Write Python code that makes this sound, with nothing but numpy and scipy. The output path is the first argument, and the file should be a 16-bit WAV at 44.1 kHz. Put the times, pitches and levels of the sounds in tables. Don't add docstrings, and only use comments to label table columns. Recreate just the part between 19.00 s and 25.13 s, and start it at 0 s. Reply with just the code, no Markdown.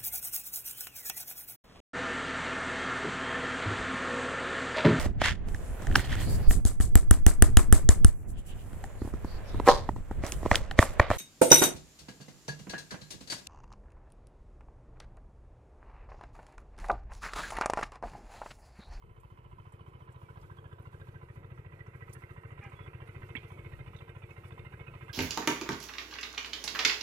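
import sys
import numpy as np
from scipy import signal
from scipy.fft import next_fast_len
from scipy.io import wavfile
from scipy.ndimage import uniform_filter1d

SR = 44100
rng = np.random.default_rng(int(sys.argv[2]) if len(sys.argv) > 2 else 0)


def store_pcm(level_fs):
    pcm = np.round(np.clip(level_fs, -1, 1) * 32767).astype(np.int16)
    wavfile.write(sys.argv[1], SR, np.atleast_2d(pcm).T)


def boost(x):
    u = np.asarray(x, float) / 20
    return 10 ** u


N = 270333
T = np.arange(N) / SR

# (time [s], thump level [dB])
TURN = [(0, -58), (.4, -53.5), (1.2, -51), (2, -49.5), (3.4, -49.5), (3.8, -48), (4.6, -48), (5.4, -49.5),
        (5.8, -48), (6.13, -48)]
# (time [s], facing [0-1])
FACING = [(0, 0), (1, 0.11), (1.6, 0.3), (2.2, 0.54), (2.8, 0.67), (3.5, 0.66), (4.3, 0.94), (5, 1),
          (6.13, 0.99)]


def evened(x):
    return x / np.sqrt(np.mean(x ** 2) + 1e-20)


def columns(rows, t):
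    s, *values = np.transpose(rows)
    return [np.interp(t, s, v) for v in values]


def on_log(rows, hz):
    return columns([(np.log(f), *v) for f, *v in rows], np.log(hz + 1e-3))


def add(mix, s, sound):
    part = mix[..., round(s * SR):][..., :sound.shape[-1]]
    part += sound[..., :part.shape[-1]]


def filtered(x, order, hz, kind):
    return signal.sosfilt(signal.butter(order, hz, kind, fs=SR, output="sos"), x)


def resonate(x, hz, width):
    return signal.lfilter(*signal.iirpeak(hz, hz / width, SR), x)


def resonate_twice(x, hz, width, second_width):
    return resonate(resonate(x, hz, width), hz, second_width)


def burst(s, rise, fall):
    s = np.maximum(s, 0)
    return (1 - np.exp(-s / rise)) * np.exp(-s / fall)


def bump(s, half):
    return np.exp(-((T - s) / half) ** 2)


def waver(n, size):
    return evened(uniform_filter1d(uniform_filter1d(rng.standard_normal(n), size), size))


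def noise(spectrum, patchy_db, size):
    a, b, patches = rng.standard_normal((3, 2, N // 128 + 5, 257)).swapaxes(2, 3)
    patches = uniform_filter1d(patches, size, axis=1)
    patches = evened(uniform_filter1d(patches, 20, axis=2))
    colour_db = on_log(spectrum, np.fft.rfftfreq(512, 1 / SR))[0][:, None]
    z = (a + 1j * b) * boost(colour_db + patchy_db * patches)
    return evened(signal.istft(z, nperseg=512, noverlap=384)[1][:, :N])


def knocks(rows, rise, grain):
    out, t = np.zeros(N), T[:8000]
    for s, db, hz, t60, width in rows:
        grit = evened(resonate_twice(rng.standard_normal(len(t)), hz, width, 2 * width))
        ring = np.sin(2 * np.pi * hz * t) + grain * grit
        add(out, s, boost(db - 60 * t / t60) * (1 - np.exp(-t / rise)) * ring)
    return out


def bird(note, overtones_db, rough, hold):
    start, length, peak_db, first_hz, last_hz = note
    u = np.arange(0, length, 1 / SR) / length
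    db = peak_db - 14 * abs(2 * u - 1) ** hold + 2.5 * waver(len(u), 500)
    hz = first_hz + (last_hz - first_hz) * u
    roughness = evened(uniform_filter1d(rng.standard_normal(len(u)), 90))
    turns = np.cumsum(hz * (1 + rough * roughness)) / SR
    out = np.zeros(N)
    add(out, start, sum(boost(db + o) * np.sin(2 * np.pi * k * turns) for k, o in enumerate(overtones_db, 1)))
    return out


def exhaust(firings, thump_luck, ring_luck):
    # (delay [s], level [dB])
    banks = [(0.022, -16), (.042, -18.5), (0.059, -16)]
    # (frequency [Hz], width [Hz], level against the thump [dB])
    pipe_modes = [(354.5, 26.3, -13.5), (449.7, 35.3, -13), (543.6, 36, -18.5), (250, 120, -24),
                  (123.9, 9.5, -12.5)]
    at = np.round(firings * SR).astype(int)
    train, ring_train = np.zeros((2, N))
    train[at] = boost(0.61 * thump_luck)
    ring_train[at] = train[at] * boost(3 * ring_luck)

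    u = np.arange(-882, 883) / SR
    wave = np.exp(-((u + .0015) / .006) ** 2) * np.cos(2 * np.pi * (109 * u - 1500 * u ** 2))
    direct = signal.oaconvolve(train, wave, "same")
    thump = evened(direct + sum(boost(db) * np.roll(direct, round(late * SR)) for late, db in banks))

    flow = .7 * evened(ring_train) + rng.standard_normal(N)
    silencer = boost(-13) * evened(resonate_twice(flow, 100, 20, 90))

    gas = evened(np.roll(train, -330)) + rng.standard_normal(N)
    pipe = sum(boost(db) * evened(resonate_twice(gas, hz, width, 3 * width)) for hz, width, db in pipe_modes)
    return thump + silencer + pipe


def casing(firings, knock_luck, puff_luck):
    # (frequency [Hz], width [Hz], level at facing 0, 1/3, 2/3 and 1 [dB] x4, puff against knock [dB])
    casing_modes = [(771.3, 247, -10, -9.5, -11.5, -9, -14), (1008.4, 120, 2, 2, -1.5, 0, -6.5),
                    (1311, 124, -7, -4.5, -2.5, -1, -7.5), (1570, 62, -18.5, -4.5, -4.5, -6, 5),
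                    (1950, 85, -16.5, -11.5, 0, -4, -3.5), (2145, 50, -12, -22, -5, 0, -4),
                    (2406, 46, -21, -20, -8.5, -5, -3.5), (2634, 71, -16, -16.5, -9, -3.5, -5),
                    (2976, 94, -12.5, -17.5, -15.5, -7.5, 0.5), (3194, 210, -23.5, -16, -20.5, -19, -4),
                    (3602, 135, -38, -15.5, -19.5, -12, 6.5), (4130, 930, -80, -35, -36, -24, 11)]
    which = np.clip(np.searchsorted(firings - .03, T) - 1, 0, None)
    since = T - firings[which]
    knock, puff = burst(since + .025, .006, .005), burst(since + .0095, .004, .003)
    clatter = 0.064 + 0.087 * burst(since + .02, 0.0065, 0.038)
    facing = columns(FACING, T)[0]
    detune_luck = rng.standard_normal(len(firings))
    out = np.zeros(N)
    for (hz, width, *aim_db, puff_db), k_luck, p_luck in zip(casing_modes, knock_luck, puff_luck):
        drive = knock * boost(1.8 * k_luck[which]) + clatter
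        drive = drive + puff * boost(puff_db + 6.4 * p_luck[which].clip(-2, 1.4))
        habit = .2 * (hz < 1200) * knock * np.sin(2 * np.pi * hz * since)
        ring = resonate_twice(drive * rng.standard_normal(N) + habit, hz, width, 4 * width)
        off_hz = hz * .025 * (hz > 1200) * detune_luck[which] * np.sign(k_luck[which])
        analytic = signal.hilbert(ring, next_fast_len(N))[:N]
        ring = (analytic * np.exp(2j * np.pi * np.cumsum(off_hz) / SR)).real
        out += boost(np.interp(facing, np.linspace(0, 1, len(aim_db)), aim_db)) * evened(ring)
    return out


def engine():
    # (time [s], firing rate [1/s])
    governor = [(0, 14.337), (1, 14.218), (1.7, 14.035), (2, 13.94), (2.7, 13.814), (3.3, 14.08),
                (4.3, 14.027), (4.8, 13.892), (5.4, 14.014), (6.13, 13.823)]
    modes = 12
    crank = .354 + np.cumsum(columns(governor, T)[0]) / SR
    firings = T[1:][np.diff(np.floor(crank)) > 0]
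    knock_luck, puff_luck = rng.standard_normal((2, modes, len(firings)))
    thump_luck = rng.standard_normal(len(firings))

    thump_db = columns(TURN, T)[0]
    rock_db = 1.5 * np.cos(2 * np.pi * (T - 1.06) / 2.71)
    casing_db = -60.5 + 0.49 * (thump_db + 50) + rock_db
    thumps = boost(thump_db - 1.5) * exhaust(firings, thump_luck, puff_luck[-1])
    return thumps + boost(casing_db) * casing(firings, knock_luck, puff_luck)


def wash():
    # (frequency [Hz], density [dB per Hz])
    wash_colour = [(29, -46), (50, -7), (117, -3), (161, -17), (234, -26), (354, -14), (659, -24.5),
                   (1020, -24.5), (1160, -35), (1370, -28.5), (1720, -30), (2560, -30.5), (4500, -64),
                   (5850, -94), (9900, -120)]
    wash_db = -61 + 0.71 * (columns(TURN, T)[0] + 53.5)
    near, far = boost(wash_db) * noise(wash_colour, patchy_db=2.7, size=8)
    return near, filtered(far, 1, 400, "high")


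def ports(x):
    # (frequency [Hz], level turned away [dB], level facing [dB])
    shade = [(95, 2, 0.56), (510, -1, 1.5), (800, -11.5, 1), (1310, -10.5, -13.5), (1980, -7, -17),
             (2840, -10, -48), (3200, -4.5, -28), (4400, 11.5, -9)]
    # (frequency [Hz], phase turned away [rad], phase facing [rad])
    lag_curve = [(20, .05, 0), (120, .27, .07), (400, 1, .6), (800, 2.3, 1.9), (1500, 2.9, 1.5),
                 (2200, 4.5, 2.3), (4000, 6, 2)]
    hz, t, z = signal.stft(x, SR, nperseg=256)
    facing = columns(FACING, t)[0]

    def turned(curve):
        away, towards = on_log(curve, hz)
        return away[:, None] + facing * (towards - away)[:, None]

    left = z * boost(turned(shade)) * np.exp(-1j * turned(lag_curve))
    return np.array([signal.istft(left, SR, nperseg=256)[1][:N], x])


def hiss():
    # (frequency [Hz], density [dB per Hz])
    hiss_colour = [(2350, 3), (4000, -0.5), (4930, -4.5), (6550, -6), (8180, -3), (10300, -4), (13000, -5),
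                   (14600, -5.5), (15500, -13)]
    # (time [s], swell [dB], half-length [s])
    rustles = [(1.4, 3.5, 0.24), (1.996, 3, 0.17), (3.156, 5.5, 0.19), (3.715, 5.5, 0.12),
               (4.562, 5.5, 0.48), (5.465, 5.5, 0.26), (6.092, 6, .25)]
    hiss_db = -78 + 0.53 * (columns(TURN, T)[0] + 50) + 1.5 * waver(N, 900)
    hiss_db = hiss_db + sum(db * bump(s, half) for s, db, half in rustles)
    pair = noise(hiss_colour, patchy_db=3.6, size=2)
    pair = pair - [[.03], [0]] * pair[1]
    return boost(hiss_db) * pair * boost([[-2.5], [2.1]])


def wind():
    # (time [s], peak level [dB])
    gusts = [(.05, -52.5), (.25, -54), (0.479, -50.5), (.93, -58), (1.419, -53), (2.4, -63), (3.1, -63),
             (3.8, -59), (4.3, -69), (4.65, -68), (4.79, -45), (4.97, -54), (5.24, -61), (5.45, -64),
             (5.64, -56)]
    lumps = filtered(rng.standard_normal((2, N)), 3, [36, 62], "band")
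    lumps = evened(lumps + .3 * lumps[::-1])
    strength = boost(-69.5) + sum(boost(db) * bump(s, 0.081) for s, db in gusts)
    return strength * boost(-7.0) * lumps * boost([[1.5], [-1.5]])


def ticks():
    # (time [s], peak level [dB], frequency [Hz], left over right [dB])
    tick_list = [(0.1989, -62.5, 8200, -12), (0.205, -63, 12500, -12), (0.721, -57, 8500, -5),
                 (1.121, -64.5, 8230, 7), (1.4122, -61, 4970, -6), (1.7255, -70, 9820, -10),
                 (1.7938, -68, 13800, -16), (1.8213, -67, 10530, -19), (2.8647, -65, 6060, -2),
                 (2.9543, -66, 10600, 0), (3.0932, -63, 6550, -15), (3.1265, -50, 6380, -12),
                 (3.129, -51, 13900, -12), (3.1326, -42.5, 9500, -13.5), (3.3334, -64, 8740, -13),
                 (3.5154, -67, 7000, -9), (3.6363, -59, 6020, -6), (3.696, -64, 8000, -6),
                 (4.0731, -60, 9970, -12), (4.2423, -68, 13500, -13), (4.282, -70, 7050, 4),
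                 (4.352, -61, 13500, -9), (4.3548, -54, 8900, -8), (4.5176, -59, 9080, -8),
                 (4.9636, -61, 5980, -12), (5.0958, -68, 8550, 5), (5.3068, -74, 6650, -27),
                 (5.4799, -57, 9200, -12)]
    t60, rise, width_hz = 0.053, .002, 2460
    out, t = np.zeros((2, N)), T[:5000]
    for s, db, hz, pan_db in tick_list:
        grit = rng.standard_normal((2, len(t)))
        grit = grit - .5 * grit[1]
        puff = resonate_twice(grit, hz, width_hz, width_hz + 500) + 0.24 * grit
        puff = evened(filtered(puff, 4, 4000, "high"))
        envelope = boost(db - 2.5 - 60 * t / t60) * (1 - np.exp(-t / rise))
        add(out, s, envelope * puff * boost([[pan_db / 2], [-pan_db / 2]]))
    return out


def panel():
    # (time [s], peak level [dB], frequency [Hz])
    rattles = [(0.3844, -65, 2860), (0.8053, -60, 3010), (1.0191, -60, 3050), (1.2883, -49, 1470),
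               (1.5833, -54, 3280), (1.726, -53, 1620), (2.014, -48, 1592), (2.156, -43, 1570),
               (2.8045, -40, 1960), (3.022, -39.5, 1950), (3.2345, -44.5, 2110), (3.8591, -56, 2100),
               (4.6613, -47, 2000), (4.7335, -43, 1900), (5.092, -42.5, 1566), (5.2359, -43, 2420),
               (5.7344, -44, 1495), (5.8087, -38.5, 2180), (5.879, -38, 2560), (6.0207, -52, 1590),
               (6.094, -36, 1593)]
    t60, width_hz = 0.061, 68
    return boost(1.5) * knocks([(*row, t60, width_hz) for row in rattles], rise=0.0017, grain=0.42)


def whistling_bird():
    # (start [s], length [s], peak level [dB], first pitch [Hz], last pitch [Hz])
    chirp_note = (1.235, .09, -71, 2390, 2170)
    whistle_note = (3.748, .14, -67, 3388, 3372)
    chirp = bird(chirp_note, overtones_db=(0.1,), rough=.003, hold=3.2)
    whistle = bird(whistle_note, overtones_db=(0.1,), rough=.007, hold=5)
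    return (chirp + whistle) * boost([[-9], [3]])


def snap():
    # (time [s], peak level [dB], frequency [Hz], t60 [s], width of the grain [Hz])
    cracks = [(4.3518, -28, 1950, 0.018, 250), (4.3525, -38, 2610, 0.069, 300),
              (4.358, -29.5, 2213, 0.062, 205), (4.365, -34.5, 3272, 0.051, 258),
              (4.372, -52, 2450, 0.34, 1150), (4.3515, -43, 240, 0.075, 120), (4.354, -47, 870, 0.06, 300),
              (4.962, -55, 3750, 0.083, 300), (4.988, -46.5, 3570, 0.042, 300),
              (1.373, -45, 800, 0.039, 500), (3.62, -60.5, 245, 0.39, 60)]
    return knocks(cracks, rise=0.00033, grain=0.91)


def squawking_bird():
    # (start [s], length [s], peak level [dB], first pitch [Hz], last pitch [Hz])
    squawk_note = (3.61, .1, -57, 825, 765)
    # (frequency [Hz], level [dB], width [Hz])
    breath = [(2350, -61, 120), (2080, -60, 140), (2800, -68, 150), (1650, -64, 150), (1250, -63, 250)]
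    start, t60 = 3.607, 0.29
    voice = bird(squawk_note, overtones_db=(0.1, -3, -1.5, -20), rough=.022, hold=1.5)
    rasp = knocks([(start, db, hz, t60, width) for hz, db, width in breath], rise=.03, grain=4)
    return voice * boost([[-1.5], [1.5]]) + rasp * boost([[-4], [1.5]])


def insect():
    start, end, edge = 4.35, 5.7, .15
    singing = np.clip(np.minimum(T - start, end - T) / edge + 1, 0, 1)
    song = evened(resonate_twice(rng.standard_normal(N), 8720, 200, 300))
    return singing * boost(-96.5 + 3 * waver(N, 900)) * song


def scene():
    near, far = wash()
    right_side = engine() + near + panel() + snap()
    right_side = filtered(right_side, 3, 4100, "low")
    field = ports(right_side) + far * boost([[-2.5], [-6]])
    animals = whistling_bird() + squawking_bird() + insect()
    return field + hiss() + wind() + ticks() + animals


def band_limit(x):
    return signal.sosfilt(signal.butter(12, 15600, fs=SR, output="sos"), x)


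def record(dry):
    mic = filtered(dry, 1, 25, "high")
    mic = signal.sosfilt(signal.cheby2(12, 50, 16150, fs=SR, output="sos"), mic)
    return band_limit(mic)


dry = scene()
out = record(dry)
store_pcm(out)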